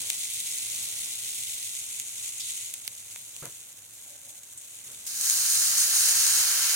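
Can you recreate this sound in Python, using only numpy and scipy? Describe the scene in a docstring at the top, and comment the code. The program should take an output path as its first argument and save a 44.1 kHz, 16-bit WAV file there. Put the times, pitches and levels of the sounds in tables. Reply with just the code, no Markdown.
"""Greens and garlic in a wok

Greens and mushrooms sizzle, spit and dry down in a wok outdoors, heard from just above the pan.
Then minced garlic drops into the hot oil and swells to a loud, dense hiss. Both are many tiny bubble bursts.
Juice fizzes in decaying bursts; spits and ticks are short cracks with a lower ring or knock behind.
A sandal on dirt (thud and grit), a faint hollow rubbing and a burner's rumble are mostly shaped noise."""
import sys
import numpy as np
from scipy import signal
from scipy.fft import rfft, irfft, next_fast_len
from scipy.io import wavfile

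SR = 44100
rng = np.random.default_rng(int(sys.argv[2]) if len(sys.argv) > 2 else 0)


def file_out(sig):
    """Save sig as 16-bit WAV at sys.argv[1]."""
    # one column per channel
    cols = np.atleast_2d(sig).T
    # limit, then scale
    lim = np.clip(cols, -1, 1)
    pcm = np.round(lim * 32767).astype(np.int16)
    wavfile.write(sys.argv[1], SR, pcm)


N = 297675
TIME = np.arange(N) / SR  # seconds

# Every colour table gives only the shape of a tone; its overall level is set elsewhere.
# How hard the vegetables sizzle, before thinning and sputter: [t/s, level/dB]
GREENS_LEVEL = [(0.0, -37.5), (0.75, -37.5), (1.2, -39), (1.46, -38), (2.12, -42), (2.25, -39.5),
                (2.37, -41.5), (2.5, -39), (2.66, -41.5), (2.79, -45.5), (2.99, -46.5), (3.12, -46),
                (3.5, -47), (3.82, -51), (4.03, -48.5), (4.48, -50), (4.8, -47), (5.05, -46)]
# Colour of the vegetables while juicy: [f/Hz, level/dB]
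JUICY_COLOUR = [(300, -28.5), (1200, -45), (1780, -24.5), (2000, -7), (2600, -5), (3950, 1), (4350, -3),
                (5500, -7), (6750, -2.5), (7700, -1.9), (9500, -2.5), (11000, -7.5), (13700, -10.5),
                (15300, -8)]
# Colour of the vegetables once drier: [f/Hz, level/dB]
DRIER_COLOUR = [(300, -39), (1200, -26.5), (1780, -28), (2000, -10), (2600, -8), (3950, -4), (4350, -8),
                (5500, -11.5), (6750, -3.5), (7700, -4.5), (9500, -6), (11000, -11.5), (13700, -15),
                (15300, -15)]
# Colour of the oil crackle: [f/Hz, level/dB]
CRACKLE_COLOUR = [(1500, -44), (4000, -14), (7000, -4), (10500, -3), (15500, -7)]
# Colour of the garlic: [f/Hz, level/dB]
GARLIC_COLOUR = [(100, -33.5), (450, -27.5), (1000, -18), (1550, -9.5), (2300, -12.5), (3150, -8.5),
                 (3500, -14), (4050, -6.5), (5100, -8.5), (6800, 0), (7600, -4.5), (9700, -3.5),
                 (10800, -10.5), (11900, -7.5), (13900, -11), (15500, -7.5)]
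# The hiss surges as more wet garlic reaches the oil: [t/s, hold from t/s, gain/dB]
SURGES = [(5.272, 0.028, 0.5), (5.485, 0.15, 2), (5.768, .04, 4.5), (5.933, 0.18, 3.5), (6.14, 0.27, 3)]
# Juice flashes off hot metal: [t/s, starting level/dB, centre f/Hz, width/octaves, time to fall 60 dB/s]
FLARES = [(2.402, -36.5, 6200, 0.62, 0.1), (2.403, -44.5, 3840, 0.21, 1), (3.93, -53.5, 9000, 0.71, 0.44),
          (4.285, -51, 7840, 0.31, .4), (4.575, -40.5, 7950, 0.24, 0.15), (5.067, -34, 7750, 0.91, .1)]
# Loudest single spits and ticks: [t/s, crack level/dB, ring re crack/dB, low knock re crack/dB]
SPITS_AND_TICKS = [(0.101, -30, -5, -26), (0.402, -35.5, -13, -34), (0.584, -34, -14, -34),
                   (1.9982, -32.5, -11, -50), (2.5052, -36, -22, -38), (2.739, -34.5, -12, -33),
                   (2.8771, -37.5, -3.5, -14), (3.1592, -43, -10.5, -10), (3.3637, -44, -8.5, -3),
                   (3.4547, -39, -12, -14.5), (5.211, -29.5, -19, -34), (5.298, -23.5, -14, -39),
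                   (5.308, -27, -20, -32)]
# Sandal on dirt: [t/s, level/dB, rise/s, time until it fades/s, time to fall 60 dB/s]
STEPS = [(0.0, -61, 0.0092, 0.12, .2), (2.919, -62, .002, 0.0065, 0.042), (3.423, -45, 0.0015, 0.035, 0.18),
         (4.840, -61.5, 0.051, 0.094, .2)]
# Colour of a step: [f/Hz, level/dB]
STEP_COLOUR = [(40, -24), (90, -3), (145, 6.5), (230, -7), (420, 1.5), (720, -4), (1000, -8), (1400, -4.5),
               (2700, -14.5), (4500, -21), (9000, -52)]
# Strength of the hollow rubbing: [t/s, level/dB]
RUB_LEVEL = [(3.98, -88), (4.06, -72), (4.12, -62), (4.15, -63), (4.19, -77.5), (4.29, -66), (4.40, -73),
             (4.48, -82)]
# Resonances of the rubbing: [f/Hz, width/Hz, level/dB]
RUB_MODES = [(300, 38, -5), (554, 58, -0.5), (707, 63, -4), (820, 60, -6)]
# Colour of the burner's low rumble: [f/Hz, level/dB]
BURNER_COLOUR = [(15, -65), (25, -43), (43, -15), (70, -7), (90, -3.5), (102, 3.5), (136, -7), (253, -9.5),
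                 (295, -9.5), (368, -12), (408, -13.5), (460, -10), (718, -12.5), (1290, -15), (1500, -11),
                 (1950, -13.5), (3300, -120)]
# Strength of the rumble before its fixed boost: [t/s, level/dB]
BURNER_LEVEL = [(0.0, -61), (0.3, -65), (0.85, -61.5), (1.7, -66.5), (4.7, -68.5), (5.55, -61), (6.75, -64)]
# Left microphone port against the right: [f/Hz, level difference/dB]
PORT_BALANCE = [(200, -0.7), (1600, -2.5), (2600, 7.1), (3300, 4.3), (4000, 3.2), (4600, -4.2),
                (5200, -8.7), (6000, -1.5), (6800, 3.4), (7700, 1), (10200, -1.4), (10800, -8.0),
                (13600, -8.2), (14700, -2.5)]
# How alike the two ports are: [f/Hz, likeness from 0 to 1]
PORT_LIKENESS = [(200, 1), (1900, 0.87), (2650, 0.24), (3500, 0.35), (4300, 0.2), (5500, 0.27),
                 (7000, 0.39), (9500, 0.11), (15000, 0.19)]


def greens(drier_s=1.73, change_s=0.2, thinning=0.52):
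    """Juice boils off under the vegetables; sparse, sharp oil crackles stand out as the boil fades."""
    s, db = np.transpose(GREENS_LEVEL)
    level_db = np.interp(TIME, s, db)
    sunk_db = db.max() - level_db
    activity = gain_of(-thinning * sunk_db)  # a quieter pan has fewer bubbles
    boil = bubbles(per_s=11000 * activity, spread_db=3.0, largest=4.9, flutter_db=0.65)
    dryness = np.clip((TIME - drier_s) / change_s + 0.5, 0, 1)
    juicy_boil = (1 - dryness) * coloured(boil, JUICY_COLOUR)
    drier_boil = dryness * coloured(boil, DRIER_COLOUR)

    crackle = bubbles(per_s=100, spread_db=3.5, largest=3.2, flutter_db=1.2)
    crackle_gain = gain_of(-14 + 0.11 * sunk_db)
    sizzle = juicy_boil + drier_boil + crackle_gain * coloured(crackle, CRACKLE_COLOUR)

    # the thinner the sizzle, the more it sputters
    sputter_db = 0.47 + 0.032 * sunk_db
    middle_db = level_db + sputter_db * flutter(3.3, 15)
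    large_db = middle_db - 9 - 0.031 * sunk_db
    fine_db = middle_db - 8 + 0.33 * sunk_db
    return played(sizzle, [large_db, middle_db, fine_db], edges_hz=(5700, 10800))


def garlic(lands_s=5.066, heats_s=5.135, hot_s=5.267, landing_db=-39, hot_db=-28.5):
    """Wet garlic meets hot oil: dense bubbles merge into a hiss, and grow larger as it cooks."""
    hiss = bubbles(per_s=30000, spread_db=2.9, largest=5.5, flutter_db=0.3)
    hiss = coloured(hiss, GARLIC_COLOUR)
    heat_db = np.interp(TIME, [heats_s, hot_s], [landing_db, hot_db])
    surge_db = surges()
    cooked_s = TIME - lands_s
    # each size: level against the main hiss (dB), growth (dB per s), share of each surge
    large_db = heat_db - 17 + 4.9 * cooked_s + 0.29 * surge_db
    middle_db = heat_db - 8.5 + 1.64 * cooked_s + 0.59 * surge_db
    main_db = heat_db + surge_db
    fine_db = heat_db - 3 + 0.32 * cooked_s + 0.47 * surge_db
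    levels_db = [large_db, middle_db, main_db, fine_db]
    return played(hiss, levels_db, edges_hz=(3600, 5700, 10800)) * (TIME > lands_s)


def surges(rise_s=0.015, fall_s=0.038):
    """More wet garlic lifts the hiss: each surge rises quickly, holds and falls back, in dB."""
    lifts = []
    for s, hold_s, db in SURGES:
        rise = np.clip((TIME - s) / rise_s, 0, 1)
        fall = np.exp(-np.maximum(TIME - s - hold_s, 0) / fall_s)
        lifts.append(db * rise * fall)
    return np.max(lifts, axis=0)


def flares():
    """A trickle of juice flashes to steam: a sudden fizz that dies away."""
    hz, out = bins(), np.zeros((2, N))
    fizz = bubbles(per_s=8000, spread_db=2.5, largest=4, flutter_db=0.5, count=4)
    for s, db, centre_hz, octaves, t60 in FLARES:
        distance = np.log2((hz + 1) / centre_hz) / octaves
        tone = irfft(causal(np.maximum(-4 * distance ** 2, -60)))
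        piece = fizz[:, round(s * SR):][:, :SR // 2]
        burst = evened(signal.oaconvolve(piece, tone[None], axes=1))
        t = np.arange(burst.shape[1]) / SR
        add(out, s, burst * gain_of(db - 60 * t / t60))
    return out


def spits_and_ticks(lag_s=0.00113, lag_hz=5500):
    """A drop bursts in the oil or a sandal ticks on grit: a sharp crack, a lower ring or knock just behind."""
    hz, out = bins(), np.zeros((2, N))
    crack = gain_of(read([(1500, -74), (4500, -31), (6800, 3.5), (9500, -6), (15500, -31)], hz))
    ring = gain_of(read([(1200, -33.0), (2100, -2.0), (3900, 5), (5800, -4), (9000, 0)], hz))
    knock = gain_of(read([(100, -18), (500, -0.5), (1500, -3), (2500, 3), (6000, -37)], hz))
    # tones below lag_hz arrive later
    delay_s = lag_s / (1 + (hz / lag_hz) ** 4)
    late = np.exp(-2j * np.pi * np.cumsum(delay_s) * hz[1])
    paths = bowl(len(SPITS_AND_TICKS), scatter_s=0.0004, echo_db=-27)
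    for (s, crack_db, ring_db, knock_db), (near, other) in zip(SPITS_AND_TICKS, paths):
        whole = crack + gain_of(ring_db) * ring + gain_of(knock_db) * knock
        tone = late * causal(20 * np.log10(whole))
        pop = ports(near * tone, other * tone)
        # the crack's level is its average strength (rms) over 4 ms
        crack_only = ports(near * crack, other * crack).mean(0)
        crack_rms = np.sqrt(np.sum(crack_only ** 2) / (0.004 * SR))
        add(out, s, pop / crack_rms * gain_of(crack_db))
    return out


def footsteps(grit_db=-7, heel_db=8, heel_hz=170, heel_s=0.003):
    """A sandal lands on dirt: the heel thuds, and grit crunches while the weight comes on."""
    weight, heel = np.zeros((2, 1, N))
    t = np.arange(SR // 2) / SR
    for s, db, rise_s, load_s, t60 in STEPS:
        fade_db = 60 * np.maximum(t - load_s, 0) / t60
        press = np.clip(t / rise_s, 0, 1) * gain_of(db - fade_db)
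        thud = press * np.exp(-t / heel_s) * np.sin(2 * np.pi * heel_hz * t)
        add(weight, s, press[None])
        add(heel, s, thud[None])
    # the grit grains are random clicks, made the same way as bubbles
    grains = bubbles(per_s=2500, spread_db=2.5, largest=3, flutter_db=0.4, count=2)
    grit = coloured(grains, [(500, -20), (2000, -8), (6000, -6), (10000, 2), (15000, -1)])
    return weight * (rush(STEP_COLOUR) + gain_of(grit_db) * grit) + gain_of(heel_db) * heel


def rub():
    """A faint hollow rubbing: noise in a few low resonances."""
    hz = np.geomspace(100, 4000, 400)
    gain = sum(gain_of(db) / (1 + (2 * (hz - f) / width) ** 2) for f, width, db in RUB_MODES)
    colour = np.transpose([hz, 20 * np.log10(gain)])
    s, db = np.transpose(RUB_LEVEL)
    return rush(colour) * gain_of(np.interp(TIME, s, db, -120, -120))


def burner(boost_db=3):
    """The flame rumbles softly under the wok: low noise with a slowly changing level."""
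    s, db = np.transpose(BURNER_LEVEL)
    return rush(BURNER_COLOUR) * gain_of(np.interp(TIME, s, db) + boost_db)


def bubbles(per_s, spread_db, largest, flutter_db, count=10):
    """Steam bubbles burst in clumps at many spots of the pan: most tiny, a few large."""
    size = gain_of(spread_db * np.minimum(rng.exponential(1, N), largest))
    bursts = size * rng.choice([-1., 1.], N) * (rng.random(N) < per_s / SR)
    spot, out = rng.integers(0, count, N), np.zeros((2, N))
    for k, (near, other) in enumerate(bowl(count, scatter_s=0.00045, echo_db=-23)):
        here = (bursts * (spot == k))[None]
        out += signal.oaconvolve(here, ports(near, other), axes=1)[:, :N]
    return out * gain_of(flutter_db * flutter(7, 90))


def played(sound, levels_db, edges_hz):
    """Bubbles of each size, from large and low to fine and high, follow their own level."""
    size = next_fast_len(N)
    hz, spectrum = np.fft.rfftfreq(size, 1 / SR), rfft(sound, size)
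    below = [0] + [1 / (1 + (hz / edge) ** 24) for edge in edges_hz] + [1]
    out = np.zeros((2, N))
    for under, over, db in zip(below, below[1:], levels_db):
        band = irfft(spectrum * (over - under), size)[:, :N]
        out += evened(band) * gain_of(db)
    return out


def bowl(count, scatter_s, echo_db):
    """Sound from spots in the wok scatters quickly off its wall, then echoes faintly from the ground."""
    t = np.arange(2 * len(bins()) - 2) / SR
    shape = np.exp(-t / scatter_s) + gain_of(echo_db) * np.exp(-t / 0.0092)
    paths = rfft(rng.standard_normal((count, 2, len(t))) * shape)
    return paths / np.sqrt(np.mean(abs(paths) ** 2, axis=0))


def ports(near, other, lag_s=0.000281, split_hz=2300):
    """Two unrelated responses become a partly alike pair; treble reaches the right port first."""
    hz = bins()
    same = np.clip(read(PORT_LIKENESS, hz), 0, 1)
    half_db = read(PORT_BALANCE, hz) / 2
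    lead = np.exp(2j * np.pi * np.maximum(hz - split_hz, 0) * lag_s)
    left = near * gain_of(half_db)
    mixed = same * near + np.sqrt(1 - same ** 2) * other
    right = mixed * lead * gain_of(-half_db)
    return np.roll(irfft([left, right]), 32, axis=1)  # 32 samples leave room for the lead


def rush(colour, apart=0.47, alike_hz=190):
    """Rushing noise of one colour, nearly alike at both ports and most alike in the bass."""
    common, side = rng.standard_normal((2, N))
    side = signal.lfilter(*signal.butter(1, alike_hz, "high", fs=SR), side)
    pair = np.array([common + apart * side, common - apart * side])
    return coloured(pair, colour, size=8192)


def flutter(low_hz, high_hz, count=40):
    """An uneven wander of average strength (rms) 1: many slow waves, each starting at random."""
    t = TIME[::64]
    rates = np.geomspace(low_hz, high_hz, count)[:, None]
    wave = np.sin(2 * np.pi * (rates * t + rng.random((count, 1)))).sum(0)
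    return np.interp(TIME, t, wave / wave.std())


def coloured(sound, colour, size=2048):
    """Filters a stereo pair by a colour table, then evens its level."""
    tone = irfft(causal(read(colour, bins(size=size))))
    return evened(signal.oaconvolve(sound, tone[None], axes=1)[:, :N])


def causal(db):
    """A filter with the given gain that responds as early as it can (minimum phase)."""
    log_gain = np.log(gain_of(np.concatenate([db, db[-2:0:-1]])))
    return np.exp(np.conj(signal.hilbert(log_gain)))[:len(db)]


def bins(size=2048):
    """Frequencies of the short responses, in Hz."""
    return np.fft.rfftfreq(size, 1 / SR)


def read(points, hz):
    """A table's value on a log-frequency axis."""
    f, value = np.transpose(points)
    return np.interp(np.log(hz + 1), np.log(f + 1), value)


def evened(x):
    """Scales a stereo pair so that its left-right average has rms 1."""
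    return x / np.sqrt(np.mean(x.mean(0) ** 2) + 1e-20)


def gain_of(db):
    """Decibels to amplitude."""
    return 10 ** (np.asarray(db) / 20)


def add(mix, s, sound):
    """Adds a sound to the mix at time s, in place."""
    part = mix[:, max(round(s * SR), 0):][:, :sound.shape[1]]
    part += sound[:, :part.shape[1]]


def scene():
    """Everything around the wok, in the open air."""
    return greens() + garlic() + flares() + spits_and_ticks() + footsteps() + rub() + burner()


def record(dry, edge_hz=15900):
    """The recorder's band limit: it cuts the treble above the edge."""
    lowpass = signal.firwin(511, edge_hz, window=("kaiser", 9), fs=SR)
    return signal.oaconvolve(dry, lowpass[None], "same")


dry = scene()
out = record(dry)
file_out(out)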